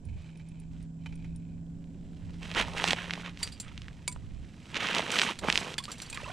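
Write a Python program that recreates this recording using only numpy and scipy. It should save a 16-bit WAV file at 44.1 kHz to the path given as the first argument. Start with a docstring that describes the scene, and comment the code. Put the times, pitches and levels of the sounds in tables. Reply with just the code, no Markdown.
"""On a frozen lake, light wind rumbles on the microphone and a far motor hums throughout.
First an angler, kneeling by a hole, winds the reel a little: its gears whirr and tick.
Then the knees shift over crusted snow: grains crunch, plates of crust snap, packed snow thuds.
A metal skimmer (a scoop for slush) clinks as it is picked up, and the snow crunches again.
Last, the skimmer scrapes in the slushy hole, and water drips off it and makes ringing bubbles."""
import sys
import numpy as np
from scipy import signal
from scipy.fft import rfft, irfft
from scipy.io import wavfile
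from scipy.ndimage import uniform_filter1d

SR = 44100
rng = np.random.default_rng(int(sys.argv[2]) if len(sys.argv) > 2 else 0)


def generate_wav(signal):
    """Clip the signal to [-1, 1] and save it as 16-bit WAV at the path in sys.argv[1]."""
    frames = np.transpose(np.atleast_2d(signal))
    scaled = np.clip(frames, -1, 1) * 32767
    pcm = np.round(scaled).astype(np.int16)
    wavfile.write(sys.argv[1], SR, pcm)


N = 278712
TIME = np.arange(N) / SR


def from_db(db):
    """Turn decibels into a number to multiply by."""
    return 10 ** (np.asarray(db) / 20)


def rms_one(x):
    """Scale a sound so that its average strength (rms) is 1."""
    return x / np.sqrt(np.mean(x ** 2) + 1e-20)


def in_time(rows):
    """Join (time_s, values...) rows with straight lines: one curve per value column."""
    times, *columns = np.transpose(sorted(map(tuple, rows)))
    return [np.interp(TIME, times, column) for column in columns]


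def add(track, start_s, sound):
    """Mix a short sound into a track."""
    start = int(np.clip(round(start_s * SR), 0, N - 1))
    track[start:start + len(sound)] += sound[:N - start]


def keep_band(x, low_hz, high_hz):
    """Turn down everything below and above a band of pitches."""
    return signal.sosfilt(signal.butter(2, [low_hz, high_hz], "band", fs=SR, output="sos"), x)


def colour(x, spectrum, tilt_db=0, size=4096):
    """Shape a sound's tone with (pitch_hz, level_db) rows, tilted by tilt_db per octave."""
    octave = np.log2(np.maximum(np.arange(size // 2 + 1) * SR / size, 1))
    hz, db = np.transpose(spectrum)
    tilt = tilt_db * np.clip(octave - np.log2(hz).mean(), -2, 2)
    level = np.interp(octave, np.log2(hz), db) + tilt
    # Folding makes a minimum-phase filter: nothing rings ahead of a click.
    cepstrum = irfft(np.log(from_db(level)))
    fold = 1 + np.sign(size // 2 - np.arange(size)) - (np.arange(size) == 0)
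    return signal.fftconvolve(x, irfft(np.exp(rfft(cepstrum * fold))))[:len(x)]


def noise(spectrum):
    """Steady noise with the given tone, at strength 1."""
    return rms_one(colour(rng.standard_normal(N + SR), spectrum)[SR:])


def wide_noise(spectrum, apart):
    """Stereo noise; apart runs from 0 (both sides alike) to 1 (each side its own)."""
    shared = noise(spectrum)
    own = np.array([noise(spectrum), noise(spectrum)])
    return np.sqrt(1 - apart) * shared + np.sqrt(apart) * own


def drift(per_s):
    """A curve that wanders around zero, to a new random value per_s times a second."""
    return np.interp(TIME * per_s, np.arange(N), rng.standard_normal(N))


def swells(events, rise_db_per_s, fall_db_per_s):
    """A level in dB: each event rises until start_s, holds, then falls; overlaps add up."""
    power = 1e-14
    for start_s, hold_s, db in events:
        before_s = np.clip(start_s - TIME, 0, 1)
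        after_s = np.clip(TIME - start_s - hold_s, 0, 1)
        power = power + from_db(db - rise_db_per_s * before_s - fall_db_per_s * after_s) ** 2
    return 10 * np.log10(power)


def ring(x, hz, ring_s):
    """Each click in x starts a pure tone that fades by 60 dB in ring_s."""
    decay = from_db(-60 / (ring_s * SR))
    angle = 2 * np.pi * min(hz, SR / 2 - 1) / SR
    return signal.lfilter([0, np.sin(angle)], [1, -2 * decay * np.cos(angle), decay ** 2], x + 1e-18)


def grains(per_s, spread_db, clump_db, size=3000):
    """Random clicks of uneven size, in clumps; their average level is evened out."""
    sizes = from_db(spread_db * np.minimum(rng.exponential(1, N), 4)) * rng.choice([-1, 1], N)
    clicks = sizes * (rng.random(N) < per_s / SR) * from_db(clump_db * drift(160))
    return clicks / np.sqrt(np.abs(uniform_filter1d(clicks ** 2, size=size)) + 0.00042)


def struck(tones, contacts, focus_db, lead_db, grit_db, uneven_db, wet_sag=0.0325, size=8000):
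    """Each contact is a scuff of tiny hits that favours one tone; slush lowers and damps the ring."""
    out, t = np.zeros(N), np.arange(size) / SR
    for start_s, db, lead_hz, scuff_s, wet in contacts:
        scuff = rng.standard_normal(size) * np.exp(-t / scuff_s) * (rng.random(size) < .3)
        octaves_off = np.abs(np.log2(np.array(tones)[:, 0] / lead_hz))
        drive_db = lead_db * (octaves_off == octaves_off.min()) - focus_db * octaves_off
        drive_db += uneven_db * rng.standard_normal(len(tones))
        metal = 0
        for (hz, tone_db, ring_s), drive in zip(tones, drive_db):
            tone = ring(scuff, hz * (1 - wet_sag * wet), ring_s * np.exp(-wet))
            metal += from_db(tone_db + drive) * rms_one(tone)
        grit = keep_band(scuff, lead_hz / 3, min(lead_hz * 2, SR / 3))
        clink = rms_one(metal) + from_db(grit_db) * rms_one(grit)
        add(out, start_s, from_db(db) * clink / np.abs(clink).max())
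    return out


def many_paths(x, level_db, fade_s, size):
    """A sound reaches each side by its own tiny echoes, which fade by 60 dB in fade_s."""
    paths = rng.standard_normal((2, size)) * from_db(-60 * np.arange(size) / SR / fade_s)
    paths /= np.sqrt(np.sum(paths[0] ** 2))
    return from_db(level_db) * signal.fftconvolve(x[None], paths)[:, :N]


def ice_echo(x, treble_hz=6500):
    """Rough ice throws back a brief wash of treble, different on each side."""
    treble = signal.sosfilt(signal.butter(1, treble_hz, "high", fs=SR, output="sos"), x)
    return many_paths(treble, level_db=-11, fade_s=0.045, size=4000)


def microphone_ports(x):
    """The microphone has two openings: the left hears less, and its resonances delay some treble."""
    # Resonances of the left opening: pitch_hz, width_hz
    resonances = [(9100, 220), (11800, 2940)]
    # Balance between the openings: pitch_hz, left_minus_right_db
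    balance = [(60, -2.5), (200, -2), (380, -3), (700, -5), (2400, -4.7), (4400, -3.3), (7500, -.5),
               (10000, -5), (15000, -5)]
    left = x
    for hz, width_hz in resonances:
        decay = np.exp(-np.pi * width_hz / SR)
        poles = [1, -2 * decay * np.cos(2 * np.pi * hz / SR), decay ** 2]
        left = signal.lfilter(poles[::-1], poles, left)
    left = colour(left, [(hz, db / 2) for hz, db in balance])
    right = colour(x, [(hz, -db / 2) for hz, db in balance])
    return np.array([left, right])


def air(wind_db=4.0, wind_pan_db=2.0, lumpy_db=3.0, hiss_db=-73, hiss_pan_db=3.0):
    """A lumpy breeze and its gusts buffet the microphone, more on the right, over a faint hiss."""
    # The breeze between gusts: time_s, level_db
    breeze_levels = [(0, -57.5), (1.8, -52), (3.1, -54.5), (4.0, -53.5), (5.2, -66), (5.8, -60), (6.2, -52)]
    # Gusts: start_s, hold_s, level_db
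    gust_events = [(.08, 0.074, -42.5), (.7, 0.09, -47), (1.1, 0.24, -49), (2.23, 0.054, -45.5),
                   (2.55, .23, -48), (3.66, 0.055, -51.5), (4.14, 0.29, -46.5), (5.39, 0.2, -52.5)]
    # Tone of the wind: pitch_hz, level_db
    wind_tone = [(15, 0), (28, -1.5), (62, 4.5), (105, 1.5), (150, -11), (250, -14.5), (500, -64)]
    # Tone of the hiss: pitch_hz, level_db
    hiss_tone = [(590, -12), (1000, -1.5), (1350, -19), (1480, -3.5), (2010, -21), (4700, -19), (5040, -16),
                 (6410, -18), (7530, -8), (8940, -25), (15500, -67)]
    breeze = from_db(in_time(breeze_levels)[0] + lumpy_db * drift(8.3))
    gusts = from_db(swells(gust_events, rise_db_per_s=283, fall_db_per_s=174))
    wind = np.hypot(breeze, gusts) * wide_noise(wind_tone, apart=0.54)
    hiss = wide_noise(hiss_tone, apart=1.0)
    side = np.array([[-1], [1]])   # left, right
    return from_db(wind_db + wind_pan_db * side) * wind + from_db(hiss_db + hiss_pan_db * side) * hiss


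def far_rumble():
    """A low rumble from across the open lake gently rises and falls."""
    # Strength of the rumble: time_s, level_db
    levels = [(0, -51.5), (.7, -53.5), (2, -48.5), (3.2, -51.5), (4, -51), (4.6, -50.5), (6.32, -52)]
    # Its tone: pitch_hz, level_db
    tone = [(40, -14), (110, 1.5), (200, -0.5), (300, -9), (420, -18), (750, -24.5), (1100, -47.5),
            (2500, -53.5)]
    return from_db(in_time(levels)[0]) * noise(tone)


def far_motor(waver=0.0039, flutter_db=-0.1):
    """A far motor slowly gains speed, then slows and fades; the air makes its tones waver."""
    # The motor's hum: time_s, pitch_hz, main_level_db, upper_level_db
    hum = [(0, 160, -58, -77), (.3, 162.5, -46, -75), (.75, 164, -44.5, -56), (1.3, 166.5, -42, -55),
           (1.9, 168.5, -47, -53.5), (2.4, 170, -46, -59), (2.9, 172, -46, -62.5), (3.3, 174.5, -47.5, -59),
           (3.6, 164, -63.5, -61), (4.15, 159, -52, -71), (4.6, 150, -64.5, -63), (6.32, 148, -62, -67.5)]
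    # Its upper tones: ratio_to_main_pitch, level_db
    upper_tones = [(1.385, -4), (1.63, -1)]
    hz, main_db, upper_db = in_time(hum)
    tones = [(1, main_db)] + [(ratio, upper_db + db) for ratio, db in upper_tones]
    phase = 2 * np.pi * np.cumsum(hz * (1 + waver * drift(12))) / SR
    return np.sqrt(2) * sum(from_db(db + flutter_db * drift(9.3)) * np.sin(ratio * phase)
                            for ratio, db in tones)


def reel(whirr_db=-6.0, rattle_db=-8.5, rattle_hz=2500, rattle_focus_db=14, tick_cycles=16):
    """As the handle turns, gears whirr and their teeth set the reel ringing; at times it ticks."""
    # Ticks and clacks: start_s, level_db, favoured_pitch_hz
    tick_events = [(.052, -48.5, 9250), (.088, -55, 2400), (.373, -51, 9250), (0.397, -49, 2400),
                   (.487, -46.5, 8900), (.5995, -47, 8900), (.8265, -46.5, 8900), (1.06, -36, 2400),
                   (1.125, -44.5, 2400), (1.1553, -49, 9900), (1.245, -45, 2400), (1.3603, -42.5, 9250)]
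    # Tones the reel rings with: pitch_hz, level_db, ring_s
    tones = [(900, 9, 0.035), (1250, -17, 0.025), (1710, -15, 0.015), (2400, -7, 0.012), (3040, -10, 0.12),
             (3890, -10, 0.032), (5561, -10.5, 0.083), (6400, -12, .02), (8900, -5, 0.028),
             (9250, -16, 0.033), (9900, -26, .02)]
    # Tone of the gears' whirr: pitch_hz, level_db
    whirr_tone = [(700, -22), (1250, -16), (2000, -11.5), (2280, -3), (2480, 2), (2750, -11), (3700, -12),
                  (5000, -17.5), (9000, -22.5), (14000, -44)]
    # Turns of the handle: start_s, hold_s, level_db
    turns = [(.09, 0.31, -63), (.45, 0.19, -65), (1.04, .23, -62), (1.32, 0.24, -69.5)]
    contacts = [(start_s, db, hz, tick_cycles / hz, 0) for start_s, db, hz in tick_events]
    ticks = struck(tones, contacts, focus_db=15.0, lead_db=4, grit_db=-8.5, uneven_db=2)
    whirr = rms_one(colour(grains(per_s=560, spread_db=0.0, clump_db=3.5), whirr_tone))
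    teeth = grains(per_s=130, spread_db=0.0, clump_db=7.0)
    rattle = 0
    for hz, db, ring_s in tones:
        octaves_off = abs(np.log2(hz / rattle_hz))
        rattle += from_db(db - rattle_focus_db * octaves_off) * rms_one(ring(teeth, hz, ring_s))
    turning = from_db(swells(turns, rise_db_per_s=258, fall_db_per_s=204))
    return ticks + turning * (from_db(whirr_db) * whirr + from_db(rattle_db) * rms_one(rattle))


def bubbles(onset_s=0.0015, wobble=0.021, trickle_db=-38, low_hz=520, high_hz=5000, size=6000):
    """Bubbles ring, wobble and rise in pitch near the surface; drips off the skimmer add small ones."""
    # Big bubbles in the hole: start_s, level_db, pitch_hz, rise_octaves_per_s, ring_s
    big_bubbles = [(5.801, -36.5, 1050, 5, 0.058), (5.88, -36, 1160, 12, 0.1),
                   (5.94, -50.5, 2070, 16, 0.19), (6.176, -33, 1160, 3.6, 0.056),
                   (6.199, -36, 1720, 14, 0.028), (6.231, -30, 560, 3.1, 0.025),
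                   (6.242, -32, 2650, 4, 0.033), (6.275, -35, 576, 5.4, .031), (6.3, -40.5, 650, 5, 0.029)]
    out, t = np.zeros(N), np.arange(size) / SR
    trickle = []
    for when, loud, small in rng.random((34, 3)):
        hz = low_hz * (high_hz / low_hz) ** small
        trickle.append((6.14 + .18 * when, trickle_db + 10 * (loud - .5), hz, 7, 36 / hz))
    for start_s, db, hz, rise, ring_s in big_bubbles + trickle:
        fade = from_db(db - 60 * t / ring_s) * (1 - np.exp(-t / onset_s))
        unsteady = 1 + wobble * np.interp(t * 300, np.arange(size), rng.standard_normal(size))
        pitch_hz = hz * unsteady * 2 ** (rise * t)
        add(out, start_s, fade * np.sin(2 * np.pi * np.cumsum(pitch_hz) / SR))
    return out


def skimmer(bounce_s=0.021, bounce_db=-19, loss_db=2):
    """The metal scoop is picked up, knocked on ice and dipped in slush; each contact bounces twice."""
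    # Tones the scoop rings with: pitch_hz, level_db, ring_s
    tones = [(992, 5.5, 0.16), (1217, -5.5, 0.068), (2266, -7, 0.063), (2560, -6, 0.091),
             (3560, -7.5, 0.04), (4120, -10, 0.032), (4700, -0.5, 0.061), (4570, -6, 0.047),
             (5000, -4, 0.014), (5330, -12, .04), (6150, -8.5, 0.04), (7095, -16, 0.099), (7316, -31, .075),
             (7461, 1, 0.033), (7800, 4.5, 0.033), (8540, -3, 0.14), (8620, 5, 0.011), (9250, 2.5, 0.048),
             (9660, -12, 0.08), (10300, -8, 0.069), (11800, -14, .05)]
    # Its contacts: start_s, level_db, favoured_pitch_hz, scuff_s, wetness (0 to 1)
    clinks = [(3.4291, -17.5, 4740, 0.0058, 0.06), (3.4305, -17.5, 7316, 0.0049, 0.05),
              (3.52, -37, 4700, 0.017, 0.1), (3.599, -26.5, 7461, 0.0082, .02),
              (4.0776, -14.5, 7095, 0.0028, 0.07), (4.0782, -23, 2266, 0.0014, 0.03),
              (4.124, -32.5, 7461, 0.0034, 0.13), (5.389, -27.5, 4120, 0.0055, 1),
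              (5.7811, -17, 3560, 0.007, 0.85), (5.838, -31, 5000, 0.013, 0.8),
              (5.916, -26.5, 6150, 0.011, 0.77), (5.981, -37, 6150, 0.014, 0.5),
              (6.018, -26.5, 6150, 0.011, .96), (6.063, -38, 4700, .006, 1),
              (6.099, -29.5, 8540, 0.0074, 0.9), (6.128, -27.5, 2560, 0.0047, .8),
              (6.145, -30.5, 4120, 0.0086, 1)]
    bounces = [(start_s + k * bounce_s * rng.uniform(.85, 1.15), db + bounce_db - k * loss_db, *touch)
               for start_s, db, *touch in clinks for k in (1, 2)]
    return struck(tones, clinks + bounces, focus_db=8.5, lead_db=10.5, grit_db=-7, uneven_db=-1.2)


def pressure(shuffle_thud_db=-4, shuffle_splinter_db=-5):
    """Crunch, thud and splinter levels in dB: pressed crust gives way fast and settles more slowly."""
    # A knee or the skimmer presses the crust: start_s, hold_s, crunch_db, thud_db, splinter_db
    presses = [(0.177, .12, -68.5, -70, -72.5), (0.72, 0.12, -69.5, -72, -75), (2.426, .1, -50, -51, -58.5),
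               (2.569, 0.041, -29, -35.5, -42), (2.638, 0.123, -49.5, -44.5, -58.5),
               (2.771, 0.049, -38, -41, -48), (2.851, 0.07, -35, -39, -41.5),
               (2.963, 0.081, -42, -47.5, -56), (3.068, 0.15, -49, -49.5, -58.5),
               (3.254, 0.022, -42.5, -49.5, -61), (3.399, 0.085, -53.5, -59, -54.5),
               (3.648, 0.049, -55, -72, -83), (4.762, 0.005, -33, -40.5, -68),
               (4.808, .12, -34.5, -41.5, -50), (4.949, 0.051, -33, -36.5, -45),
               (5.028, 0.08, -41, -41.5, -51.5), (5.125, 0.12, -33, -39.5, -39.5),
               (5.25, 0.059, -35.5, -42, -45.5), (5.443, 0.015, -43, -34, -53),
               (5.486, 0.012, -34.5, -37, -43), (5.526, 0.078, -42.5, -43, -44),
               (5.617, 0.11, -44.5, -43.5, -51.5), (5.883, 0.043, -52.5, -51.5, -57.5),
               (6.161, 0.18, -53, -56, -58)]
    # Light shuffling between presses: time_s, level_db
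    shuffle = [(1.6, -80.5), (2.0, -74), (2.36, -64), (3.2, -63.5), (3.8, -63), (3.98, -65.5), (4.35, -68),
               (4.6, -63.5), (4.72, -55.5), (5.36, -57), (5.77, -63), (6.05, -54), (6.2, -55.5)]
    shuffle_db = in_time(shuffle)[0]
    start_s, hold_s, *columns = np.transpose(presses)
    curves = []
    for db, offset_db in zip(columns, (0, shuffle_thud_db, shuffle_splinter_db)):
        pressed_db = swells(zip(start_s, hold_s, db), rise_db_per_s=654, fall_db_per_s=451)
        curves.append(20 * np.log10(np.hypot(from_db(pressed_db), from_db(shuffle_db + offset_db))))
    return curves


def loose_plates(cycles=28, count=24):
    """Loose plates of crust rub and ring briefly, each at a pitch of its own."""
    clicks = grains(per_s=500, spread_db=5.0, clump_db=1.0)
    plate_hit = rng.integers(0, count, N)
    pitches_hz = np.geomspace(1100, 4000, count) * np.exp(0.09 * rng.standard_normal(count))
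    return rms_one(sum(ring(clicks * (plate_hit == k), hz, cycles / hz)
                       for k, hz in enumerate(pitches_hz)))


def crunch(crunch_db, thud_db, splinter_db, tilts_db=(-2.5, 0, 2.5), plates_db=-6):
    """Dull, middling and bright grains break under the knees and shed splinters; packed snow thuds."""
    # Tone of the coarse grains: pitch_hz, level_db
    grain_tone = [(200, -30), (500, -8), (1000, -1), (1500, 1), (2200, 3), (3100, 4), (4000, -4.5),
                  (5000, -14), (7000, -16), (10000, -41), (15000, -38)]
    # Tone of the fine ice splinters: pitch_hz, level_db
    splinter_tone = [(2000, -37), (4000, 7.5), (5500, 4), (7000, 0.5), (8600, 3.5), (10000, -10),
                     (12500, -8.5), (15000, -27)]
    # Tone of the packed snow below: pitch_hz, level_db
    thud_tone = [(90, -26.5), (170, 6), (280, -0.5), (480, 0.5), (750, -0.5), (1200, -5), (3000, -39.5)]
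    per_s = 1300 * from_db((crunch_db - crunch_db.max()) / 2) + 550   # light pressure breaks fewer
    breaks = [grains(per_s, spread_db=4.0, clump_db=3.5) for _ in tilts_db]
    coarse = sum(rms_one(colour(clicks, grain_tone, tilt)) for clicks, tilt in zip(breaks, tilts_db))
    crust = rms_one(coarse) + from_db(plates_db) * loose_plates()
    splinters = rms_one(colour(breaks[2] + grains(3500, spread_db=0.0, clump_db=1.0), splinter_tone))
    packed = rms_one(colour(breaks[0] + grains(810, spread_db=1.5, clump_db=8.0), thud_tone))
    return from_db(crunch_db) * crust + from_db(splinter_db + 1) * splinters + from_db(thud_db) * packed


def snow_patch(snow):
    """Grains break all over a patch of snow, so some of their treble reaches each side its own way; a brief
    wash of middle pitches also differs between the sides."""
    middle = many_paths(keep_band(snow, 500, 1340), level_db=-10.5, fade_s=0.05, size=1500)
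    treble = many_paths(keep_band(snow, 7600, 14000), level_db=-4.5, fade_s=0.013, size=1500)
    return middle + treble


def small_cracks(crunch_db, over_db=15.0, follows=0.98, spread_db=8, low_hz=1600, high_hz=3600):
    """Rows for small plates that snap at random as the angler moves, louder under more pressure."""
    when, loud, small = rng.random((120, 3)).T
    start_s = np.interp(when, [0, 1], [1.75, 5.78])
    pressed_db = np.interp(start_s, TIME, crunch_db)
    db = follows * pressed_db + (1 - follows) * np.median(pressed_db) + over_db + spread_db * (loud - .5)
    return list(zip(start_s, db, low_hz * (high_hz / low_hz) ** small))


def cracks(crunch_db, cycles=4.45, crumble_db=-23, crumble_s=0.003, edge_ratio=2.38, size=1400):
    """A plate of crust snaps with a very short ring, and crumbs follow for a few milliseconds."""
    # Big plates snapping: start_s, level_db, pitch_hz
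    big_cracks = [(1.842, -49, 2600), (2.431, -30, 2670), (2.515, -24, 2400), (2.5495, -19, 2520),
                  (2.799, -18.5, 1660), (2.8411, -9.5, 2840), (2.8412, -14.5, 795), (2.8781, -14, 2840),
                  (2.9075, -9, 2730), (2.9102, -12, 2500), (2.9321, -17, 620), (2.9323, -10, 2400),
                  (3.097, -26, 1460), (3.1083, -15, 2180), (3.1362, -16.5, 2400), (3.3738, -30.5, 2400),
                  (3.4754, -26, 2770), (3.7778, -26.5, 2680), (3.819, -30.5, 2960), (3.883, -30.5, 1890),
                  (4.1617, -36.5, 900), (4.7446, -20, 2400), (4.9317, -20, 2480), (4.9492, -13, 3220),
                  (4.984, -12, 3000), (4.994, -20.5, 605), (5.1045, -17.5, 2610), (5.118, -14, 6650),
                  (5.189, -7.5, 2650), (5.196, -7.5, 2410), (5.2167, -8.5, 2920), (5.437, -25.5, 1100),
                  (5.4856, -15.5, 1100), (5.501, -7.5, 2400), (5.5261, -10.5, 3140), (5.5567, -9, 2400),
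                  (5.5762, -6, 3000), (5.7414, -23, 2940), (5.8545, -24.5, 3500), (6.002, -26.5, 2520),
                  (6.1742, -22, 1980)]
    out, t = np.zeros(N), np.arange(size) / SR
    for start_s, db, hz in big_cracks + small_cracks(crunch_db):
        crumbs = rng.standard_normal(size) * (rng.random(size) < .3) * np.exp(-t / crumble_s)
        force = (t == 0) + from_db(crumble_db) * crumbs
        snap = np.diff(ring(force, hz, cycles / hz), prepend=0)
        snap = keep_band(snap, 300, min(edge_ratio * hz, SR / 3))
        add(out, start_s, from_db(db) * snap / np.abs(snap).max())
    return out


def scene():
    """Mix the near sounds and their echoes with the far sounds and the air, in stereo."""
    crunch_db, thud_db, splinter_db = pressure()
    snow = crunch(crunch_db, thud_db, splinter_db)
    near = [snow, cracks(crunch_db), skimmer(), bubbles() + reel()]
    patch = snow_patch(snow)
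    far = far_motor() + far_rumble()
    echoes = sum(ice_echo(source) for source in near)
    return microphone_ports(sum(near) + far) + patch + echoes + air()


def record(dry, dull_hz=11500, cutoff_hz=15800):
    """The microphone dulls the top octave, and the very top is cut steeply."""
    dulled = signal.sosfilt(signal.butter(3, dull_hz, fs=SR, output="sos"), dry)
    return signal.sosfilt(signal.ellip(10, .1, 80, cutoff_hz, fs=SR, output="sos"), dulled)


dry = scene()
out = record(dry)
generate_wav(out)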